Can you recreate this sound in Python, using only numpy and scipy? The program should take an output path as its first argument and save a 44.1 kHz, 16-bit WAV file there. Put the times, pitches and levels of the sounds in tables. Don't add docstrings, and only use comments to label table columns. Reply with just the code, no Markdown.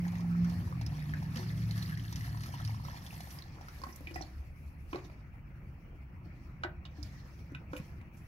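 import sys
import numpy as np
from scipy import signal
from scipy.fft import rfft, irfft, next_fast_len
from scipy.io import wavfile
from scipy.ndimage import uniform_filter1d, map_coordinates

SR = 44100
rng = np.random.default_rng(int(sys.argv[2]) if len(sys.argv) > 2 else 0)


def log_audio(samples):
    frames = np.atleast_2d(samples).T
    limited = np.clip(frames, -1, 1)
    pcm = np.round(limited * 32767).astype(np.int16)
    wavfile.write(sys.argv[1], SR, pcm)


N = 364707

# f/Hz, level/dB per Hz
PATTER = [(290, -47), (500, -1.5), (604, -41), (657, 3), (873, -4), (1200, -0.5), (1510, -6), (1740, 6),
          (2480, -11), (2720, -7), (3980, -8), (4380, -1.5), (4700, -6.5), (5680, -5), (8500, -21.5),
          (11000, -90), (18700, -120)]


def amp(db):
    return 10 ** (np.asarray(db) / 20)


def unit(x):
    return x / np.sqrt(np.mean(x ** 2) + 1e-20)


def along(points, hz):
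    f, v = np.transpose(points)
    return np.interp(np.log(hz + 1), np.log(f + 1), v)


def curves(rows):
    s, *cols = np.transpose(rows)
    return [np.interp(np.arange(N) / SR, s, c) for c in cols]


def wobble(rate):
    knots = rng.standard_normal(int(N * 60 / SR))
    position = np.arange(N) * np.clip(rate, .1, 50) / SR
    return map_coordinates(knots, [position])


def filtered(x, response):
    m = next_fast_len(N + SR // 2)
    return irfft(rfft(x, m) * response(np.fft.rfftfreq(m, 1 / SR)), m)[..., :N]


def band(x, lo_hz, hi_hz):
    return signal.sosfilt(signal.butter(2, [lo_hz, hi_hz], "bandpass", fs=SR, output="sos"), x)


def rush(spectrum, patchy_db):
    # f/Hz, correlation [0 to 1]
    alike = [(60, 0.96), (130, 1), (290, 0.88), (640, 0.51), (1410, 0.049), (3100, 0.056), (6820, 0.15),
             (15000, 0.027)]
    z = signal.stft(rng.standard_normal((2, N)), nperseg=512)[2]
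    field = uniform_filter1d(rng.standard_normal(z.shape[1:]), size=6, axis=0)
    field = uniform_filter1d(field, size=8, axis=1)
    pair = signal.istft(z * amp(patchy_db * unit(field)), nperseg=512)[1][:, :N]

    def middle_and_side(hz):
        turn = np.arccos(np.clip(along(alike, hz), -1, 1)) / 2
        return amp(along(spectrum, hz)) * [np.cos(turn), np.sin(turn)]

    mid, side = filtered(pair, middle_and_side)
    return unit(np.array([mid + side, mid - side]))


def plinks(s, hz, cycles, gain, rise, size):
    turns = hz[:, None] * np.arange(size) / SR
    age = turns / cycles
    envelope = gain[:, None] * np.exp(-age) * (1 - np.exp(-1.3 * turns))
    wave = envelope * np.sin(2 * np.pi * turns * (1 + rise * age))
    faded = wave * np.hanning(2 * size)[size:]
    at = np.round(s * SR).astype(int)[:, None] + np.arange(size)
    return np.bincount(at.ravel(), faded.ravel(), N + size)[:N]


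def grains(count, hz, octaves, cycles, spread_db, rise, size):
    when, big = rng.random((2, count))
    pitch = np.clip(hz * 2 ** (octaves * rng.standard_normal(count)), 200, .4 * SR)
    gain = amp(-spread_db * np.log(big + .02))
    return unit(plinks(when * N / SR, pitch, cycles, gain, rise, size))


def treble():
    # t/s, patter level/dB, fine spray level/dB
    pour = [(0, -66, -65.5), (.46, -60.5, -70.5), (.62, -63.5, -68), (1.33, -66, -71), (1.38, -53, -65),
            (1.54, -61.5, -68), (1.8, -57.5, -61.5), (2.0, -63.5, -68.5), (2.4, -61.5, -63),
            (2.58, -63.5, -69), (2.76, -60.5, -67), (3.18, -61, -63), (3.36, -64.5, -60.5),
            (3.43, -67.5, -75), (3.7, -64, -70), (3.96, -70, -68), (4.24, -65, -75), (4.67, -86, -76.5),
            (5.4, -99, -103)]
    # start t/s, rise to the peak/s, rustle level/dB, treble level/dB
    brush = [(4.851, 0.12, -63, -71.5), (6.198, 0.18, -75, -91), (6.861, 0.26, -64, -75.5),
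             (7.697, 0.1, -64, -68), (8.1, 0.075, -74, -72)]
    # lower level/dB, treble level/dB
    floor_db = (-83, -85.5)
    t = np.arange(N) / SR
    power = amp(curves(pour)) ** 2 * (t < pour[-1][0]) + amp(floor_db)[:, None] ** 2
    for s, rise, *db in brush:
        u = np.clip((t - s) / rise, 0, None)
        power += np.outer(amp(db) ** 2, (u * np.exp(1 - u)) ** 4)
    return 10 * np.log10(power)


def shower():
    # f/Hz, level/dB per Hz
    spray_colour = [(5500, -9), (7500, -8.5), (8400, -11), (11600, -1.5), (14300, -7.5), (15900, -12)]
    # t/s, level of separate drops over the hiss/dB, level of the puddle's gurgle/dB
    flow = [(0, -18, -58), (1, 2, -61.5), (1.32, 0.5, -67), (1.39, -10, -49), (1.48, 1, -67), (2.1, 4, -97),
            (2.35, 3.5, -60.5), (3.2, 1.5, -65), (3.7, -8, -65), (4.2, -6.5, -75.5), (8.27, -14, -73)]
    patter_db, spray_db = treble()
    share_db, gurgle_db = curves(flow)
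    clump_db = 2.2 * wobble(35) + 1.2 * wobble(8)
    drops = grains(count=9000, hz=4000, octaves=1.2, cycles=1.5, spread_db=4, rise=0, size=96)
    fizz = grains(count=4500, hz=3600, octaves=.7, cycles=12, spread_db=4.4, rise=.02, size=320)
    patter = unit(filtered(drops + 1.5 * fizz, lambda hz: amp(along(PATTER, hz))))
    mist = [grains(count=5000, hz=11800, octaves=.22, cycles=10, spread_db=5.5, rise=0, size=96)
            for port in range(2)]
    bubbles = grains(count=1300, hz=930, octaves=0.35, cycles=3, spread_db=4.5, rise=0.03, size=512)
    near = amp(share_db + clump_db + patter_db) * patter
    swell = amp(.8 * clump_db)
    hiss = amp(patter_db) * rush(PATTER, patchy_db=3)
    spray_gain = amp(spray_db + 1.6 * wobble(12))
    spray = spray_gain * (rush(spray_colour, patchy_db=2.5) + amp(share_db - 4) * np.array(mist))
    return near + amp(gurgle_db) * bubbles, swell * (hiss + spray)


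def tone(hz, db):
    turns = np.cumsum(hz * (1 + .002 * wobble(12))) / SR + rng.random()
    return np.sqrt(2) * amp(db + .8 * wobble(15)) * np.sin(2 * np.pi * turns)


def vehicle():
    # t/s, firing tone f/Hz, level/dB
    engine = [(0, 174.8, -33.5), (.23, 173.7, -37.5), (.3, 171.3, -32.5), (.43, 172.9, -28.5),
              (.5, 172.7, -33.5), (.6, 175.5, -41), (.68, 135.7, -58), (.78, 123.7, -35.5), (.86, 109, -49),
              (1.0, 113, -65), (1.08, 113.2, -52), (1.16, 109.6, -46), (1.7, 110.3, -34),
              (1.94, 110.3, -43), (2.44, 109.3, -40.5), (2.5, 109.2, -57), (2.68, 108.2, -34.5),
              (2.9, 107.6, -50.5), (3.05, 106, -92)]
    # multiple of the firing tone, relative level/dB
    overtones = [(1, 0), (2, -30)]
    # start t/s, end t/s, from f/Hz, to f/Hz, from level/dB, to level/dB
    hums = [(0.037, 0.674, 108, 107, -45, -44.5), (.54, 0.74, 96, 90.4, -37.5, -45),
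            (0.089, 1.76, 60, 69.4, -64, -49.5), (.66, 0.82, 175.3, 171.6, -47, -40.5),
            (.92, 2.0, 150, 152, -40.5, -44), (2.075, 2.89, 148, 146, -49, -48),
            (1.2, 1.88, 176, 181, -45, -42.5), (1.9, 2.25, 180, 160, -47, -52),
            (0.12, 0.62, 236, 233, -55, -47.5), (2.2, 2.05, 135, 210, -51, -49)]
    hum_in_s, hum_out_s = .06, .12
    hz, db = curves(engine)
    tones = sum(tone(hz * multiple, db + level) for multiple, level in overtones)
    for s0, s1, hz0, hz1, db0, db1 in hums:
        glide = [(s0 - hum_in_s, hz0, -90), (s0, hz0, db0), (s1, hz1, db1), (s1 + hum_out_s, hz1, -90)]
        tones += tone(*curves(glide))
    return tones


def town():
    # t/s, deep rumble level/dB, engine growl level/dB, tyre wash level/dB
    street = [(0, -55, -43.5, -56.5), (.8, -50, -40.5, -57.5), (1.4, -56, -41, -58),
              (2.5, -53, -42.5, -65.5), (3.7, -52, -52, -60), (4.4, -46.5, -52.5, -64),
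              (5.1, -52, -51, -62.5), (6.4, -50.5, -50, -62.5), (8.27, -53.5, -50.5, -62)]
    # f/Hz, level/dB per Hz
    rumble = [(19, -35), (33, 4), (59, 3), (75, 12), (98, -21), (160, -120)]
    growl = [(35, -95.5), (60, -3), (145, -3), (247, -17.5), (280, -16.5), (308, -25.5), (340, -23),
             (420, -38), (550, -77), (920, -120)]
    wash = [(160, -9), (280, -7.5), (310, -0.5), (379, -4), (399, -12), (426, -7.5), (558, -7.5),
            (1110, -11.5), (1360, -9.5), (1580, -14), (2330, -8), (2710, -14), (4130, -53.5),
            (7200, -120.5), (15600, -26)]
    rumble_db, growl_db, wash_db = curves(street)
    low = amp(rumble_db) * rush(rumble, patchy_db=-0.6) + amp(growl_db) * rush(growl, patchy_db=1.07)
    return low + amp(wash_db) * rush(wash, patchy_db=2.64)


def bursts(s, db, t60, lo_hz, hi_hz):
    t = np.arange(SR // 4) / SR
    shape = amp(db[:, None] - 60 * t / np.reshape(t60, (-1, 1))) * (1 - np.exp(-t / .001))
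    at = np.round(s * SR).astype(int)[:, None] + np.arange(len(t))
    envelope = np.bincount(at.ravel(), shape.ravel(), N + SR)[:N]
    return envelope * unit(band(rng.standard_normal(N), lo_hz, hi_hz))


def splashes():
    # t/s, bubble level/dB, bubble f/Hz, spatter level/dB
    splash = [(0.052, -34, 1700, -57), (0.08, -47, 6240, -50), (.119, -48, 1400, -53),
              (0.154, -36, 1800, -51.5), (0.184, -50, 6100, -64), (.204, -55, 1200, -51),
              (.351, -35, 1280, -72), (.445, -35, 1320, -49), (0.496, -45, 1130, -46.5),
              (0.677, -49, 1250, -72), (0.725, -31.5, 1101, -70), (.812, -35, 820, -45),
              (0.864, -36.5, 5040, -44.5), (0.925, -43, 790, -71), (1.137, -24, 1636, -51),
              (1.226, -34, 824, -53.5), (1.358, -54, 897, -40), (1.371, -37, 4290, -43),
              (1.71, -34, 4080, -44.5), (1.826, -35, 3960, -42.5), (1.777, -42, 3080, -44.5),
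              (1.973, -33.5, 1750, -47), (1.996, -41, 2976, -51), (2.082, -44, 3330, -66),
              (2.125, -38, 883, -40.5), (2.158, -40, 5700, -39.5), (2.208, -35.5, 1820, -49.5),
              (2.278, -39.5, 900, -72), (2.347, -35, 960, -65), (2.372, -39, 894.5, -51),
              (2.406, -38, 1170, -47), (2.435, -42, 4250, -43), (2.459, -37, 1211, -47),
              (2.54, -28.5, 891, -51.5), (2.556, -45, 922, -68), (2.601, -33.5, 1250, -68),
              (2.649, -37.5, 4430, -42.5), (2.676, -39, 5213, -56), (2.694, -32, 824, -60),
              (2.745, -34, 1018, -55), (2.798, -37, 931, -65), (2.85, -34, 1160, -70),
              (2.884, -30, 948, -70), (2.933, -42, 852, -59), (2.944, -36.5, 850, -59),
              (2.972, -40, 780, -69), (3.02, -46, 960, -58), (3.064, -39, 3300, -46),
              (3.075, -43, 860, -62), (3.107, -38.5, 2500, -72), (3.128, -39, 825, -50),
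              (3.14, -41, 790, -51), (3.204, -36, 706, -44), (3.272, -38.5, 760, -54),
              (3.305, -62, 3020, -48), (3.387, -39, 4660, -50), (3.422, -39, 3930, -55),
              (3.611, -35, 765, -54), (3.684, -34, 1310, -50)]
    spatter_s, mist_s = 0.051, 0.018
    mist_db = -5
    s, db, hz, spatter_db = np.transpose(splash)
    cycles = 2.6 * (hz[:, None] / 1000) ** .75
    bubbles = plinks(s, hz, cycles, amp(db), rise=.03, size=768)
    spatter = filtered(bursts(s, spatter_db, spatter_s, 1400, 6700), lambda hz: amp(1 + along(PATTER, hz) / 2))
    return bubbles + spatter + bursts(s, spatter_db + mist_db, mist_s, 7800, 14200)


def knocks():
    # t/s, low ring level/dB, low mode f/Hz, high ring level/dB, high mode f/Hz,
    # t60 of a 1 kHz mode and of the tick/s, thud level/dB, thud f/Hz, tick level/dB
    knock = [(1.36, -50, 510, -47, 1750, 0.13, -33, 221, -77),
             (1.39, -58, 620, -50, 4330, 0.1, -45.5, 364, -70),
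             (3.816, -43, 1074, -51, 4840, 0.037, -51, 187, -64),
             (3.836, -29, 1125, -50, 4520, 0.061, -56, 189, -57),
             (3.867, -37, 790, -65, 1640, 0.039, -41, 235, -64),
             (3.887, -45, 796, -43.5, 2000, 0.03, -43.5, 328, -68),
             (3.925, -67, 511, -59.5, 5840, 0.19, -68, 152, -76),
             (3.959, -66, 511, -57, 7500, 0.035, -60, 153, -45.5),
             (4.007, -44, 510, -77, 2540, 0.018, -39, 274, -55),
             (4.071, -57, 740, -36.5, 2310, 0.058, -47.5, 325, -67),
             (4.109, -40, 425, -51, 2750, 0.062, -40.5, 325, -61),
             (4.141, -53, 570, -53.5, 5200, 0.31, -62, 146, -65),
             (4.158, -33, 740, -33.5, 2030, 0.049, -39.5, 325, -55),
             (4.208, -34, 760, -54, 2330, 0.049, -38.5, 316, -75),
             (4.213, -50, 740, -48, 5760, 0.064, -65, 316, -76),
             (4.222, -68, 740, -42.5, 4270, 0.039, -65, 322, -77),
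             (4.93, -30.5, 1070, -32.5, 2380, 0.023, -28.5, 315, -73),
             (4.946, -30, 517, -37, 2280, 0.016, -25, 398, -61),
             (4.957, -29, 705, -44, 4330, 0.02, -29.5, 362, -60),
             (4.984, -55, 740, -42, 2440, 0.02, -55, 344, -72),
             (5.048, -50, 740, -54, 3700, 0.026, -45.5, 298, -78),
             (5.098, -47, 620, -54, 2330, 0.028, -59, 300, -77),
             (6.257, -53, 663, -73, 2160, 0.071, -47.5, 315, -90),
             (6.635, -34, 680, -30, 3050, 0.022, -62, 345, -83),
             (6.636, -29, 1500, -44, 2330, 0.046, -48, 324, -74),
             (6.646, -30, 670, -41, 1940, 0.047, -34.5, 350, -78),
             (6.852, -38.5, 904, -42, 3200, 0.072, -51, 149, -76),
             (6.983, -53, 765, -68, 1700, 0.073, -42.5, 301, -87),
             (7.028, -58, 620, -43.5, 4870, 0.054, -62, 147, -58),
             (7.52, -56, 600, -57, 1810, 0.012, -31, 276, -60.5),
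             (7.548, -39, 1500, -37.5, 2500, 0.035, -36, 140, -67),
             (7.732, -26.5, 560, -46, 2550, 0.026, -31, 302, -63),
             (7.75, -44.5, 510, -64, 2900, 0.11, -66, 302, -80),
             (7.765, -47, 1070, -37, 2700, 0.036, -51, 194, -50),
             (7.775, -54, 1070, -45, 2330, 0.048, -55, 196, -52),
             (7.799, -56, 506, -44, 2380, 0.0092, -18, 166, -54),
             (8.012, -44, 900, -53, 2370, 0.033, -46, 229, -69),
             (8.169, -76, 715, -70, 6400, 0.23, -71, 156.6, -69)]
    hz = np.array([510, 620, 740, 1070, 1500, 1770, 1950, 2330, 2480, 2900, 3700, 4260, 5000, 5630, 6000])
    low_db_per_oct, high_db_per_oct = 60, 45
    crack_db_per_oct = 20
    crack_s = 0.026
    crack_low_db, crack_high_db = -8, 3
    s, low_db, low_hz, high_db, high_hz, t60, thud_db, thud_hz, tick_db = np.transpose(knock)
    ring, t = np.zeros(N + SR), np.arange(SR // 4) / SR
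    grid = np.fft.rfftfreq(len(t), 1 / SR) + 1
    for k, turn in enumerate(rng.random((len(s), len(hz)))):
        low = amp(low_db[k] - low_db_per_oct * np.abs(np.log2(hz / low_hz[k])))
        high = amp(high_db[k] - high_db_per_oct * np.abs(np.log2(hz / high_hz[k])))
        fade = amp(-60 * t / (t60[k] * (1000 / hz[:, None]) ** 0.3))
        modes = (low + high)[:, None] * fade * np.sin(2 * np.pi * (hz[:, None] * t + turn[:, None]))
        colour = amp(high_db[k] + crack_high_db - crack_db_per_oct * np.abs(np.log2(grid / high_hz[k])))
        noise = irfft(colour * rfft(rng.standard_normal(len(t))), len(t))
        bright = amp(-60 * t / (crack_s + t60[k] / 2)) * noise
        ring[round(s[k] * SR):][:len(t)] += (modes.sum(0) + bright) * (1 - np.exp(-t / 0.0006))
    thud = plinks(s, thud_hz, 0.39 * (thud_hz * t60)[:, None], amp(thud_db), rise=0, size=4096)
    crack = bursts(s, low_db + crack_low_db, crack_s, 640, 1460)
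    return ring[:N] + thud + crack + bursts(s, tick_db, t60, 6900, 14700)


def echoes(x, t60s, gap):
    hz, t, z = signal.stft(rng.standard_normal((2, SR // 2)), SR, nperseg=256)
    tail = signal.istft(z * amp(-60 * t / along(t60s, hz)[:, None]), SR, nperseg=256)[1]
    return signal.fftconvolve(np.pad(x, (gap, 0))[None], tail / np.linalg.norm(tail[0]), axes=1)[:, :N]


def scene():
    # f/Hz, t60/s
    walls = [(200, 0.26), (2000, 0.22), (10000, 0.0041)]
    # f/Hz, t60/s
    yard = [(200, 0.59), (2000, 0.33), (10000, 0.073)]
    water_lead_s, can_lead_s = 0.00032, 0.000281
    shade_db, shade_hz = 7, 1290
    wide_hz = 503
    drops, hiss = shower()
    blows = knocks()
    water = drops + splashes()

    def arrive(hz, lead):
        return np.exp(np.outer([1, -1], 1j * np.pi * hz * lead))

    def shade(hz):
        return amp(np.outer([-.5, .5], shade_db * hz ** 4 / (hz ** 4 + shade_hz ** 4)))

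    pair = filtered(water, lambda hz: arrive(hz, water_lead_s))
    pair = pair + filtered(blows, lambda hz: arrive(hz, can_lead_s) * shade(hz))
    balcony = amp(-10.5) * echoes(amp(-3) * water + blows, walls, gap=150)
    left, right = balcony + amp(-17) * echoes(blows, yard, gap=500)
    side = filtered((left - right) / 2, lambda hz: hz ** 2 / (hz ** 2 + wide_hz ** 2))
    reverberation = (left + right) / 2 + np.outer([1, -1], side)
    return pair + reverberation + hiss + vehicle() + town()


def record(dry):
    # f/Hz, left minus right level/dB
    ports = [(60, -0.5), (99, 2), (160, -2), (270, 0), (450, 0), (740, -0.5), (1220, -2.5), (2010, 5),
             (3330, 0.5), (5500, -12), (9080, 6), (15000, 2.5)]
    top_hz = 15780
    return filtered(dry, lambda hz: amp(np.outer([.5, -.5], along(ports, hz))) * (hz < top_hz))


dry = scene()
out = record(dry)
log_audio(out)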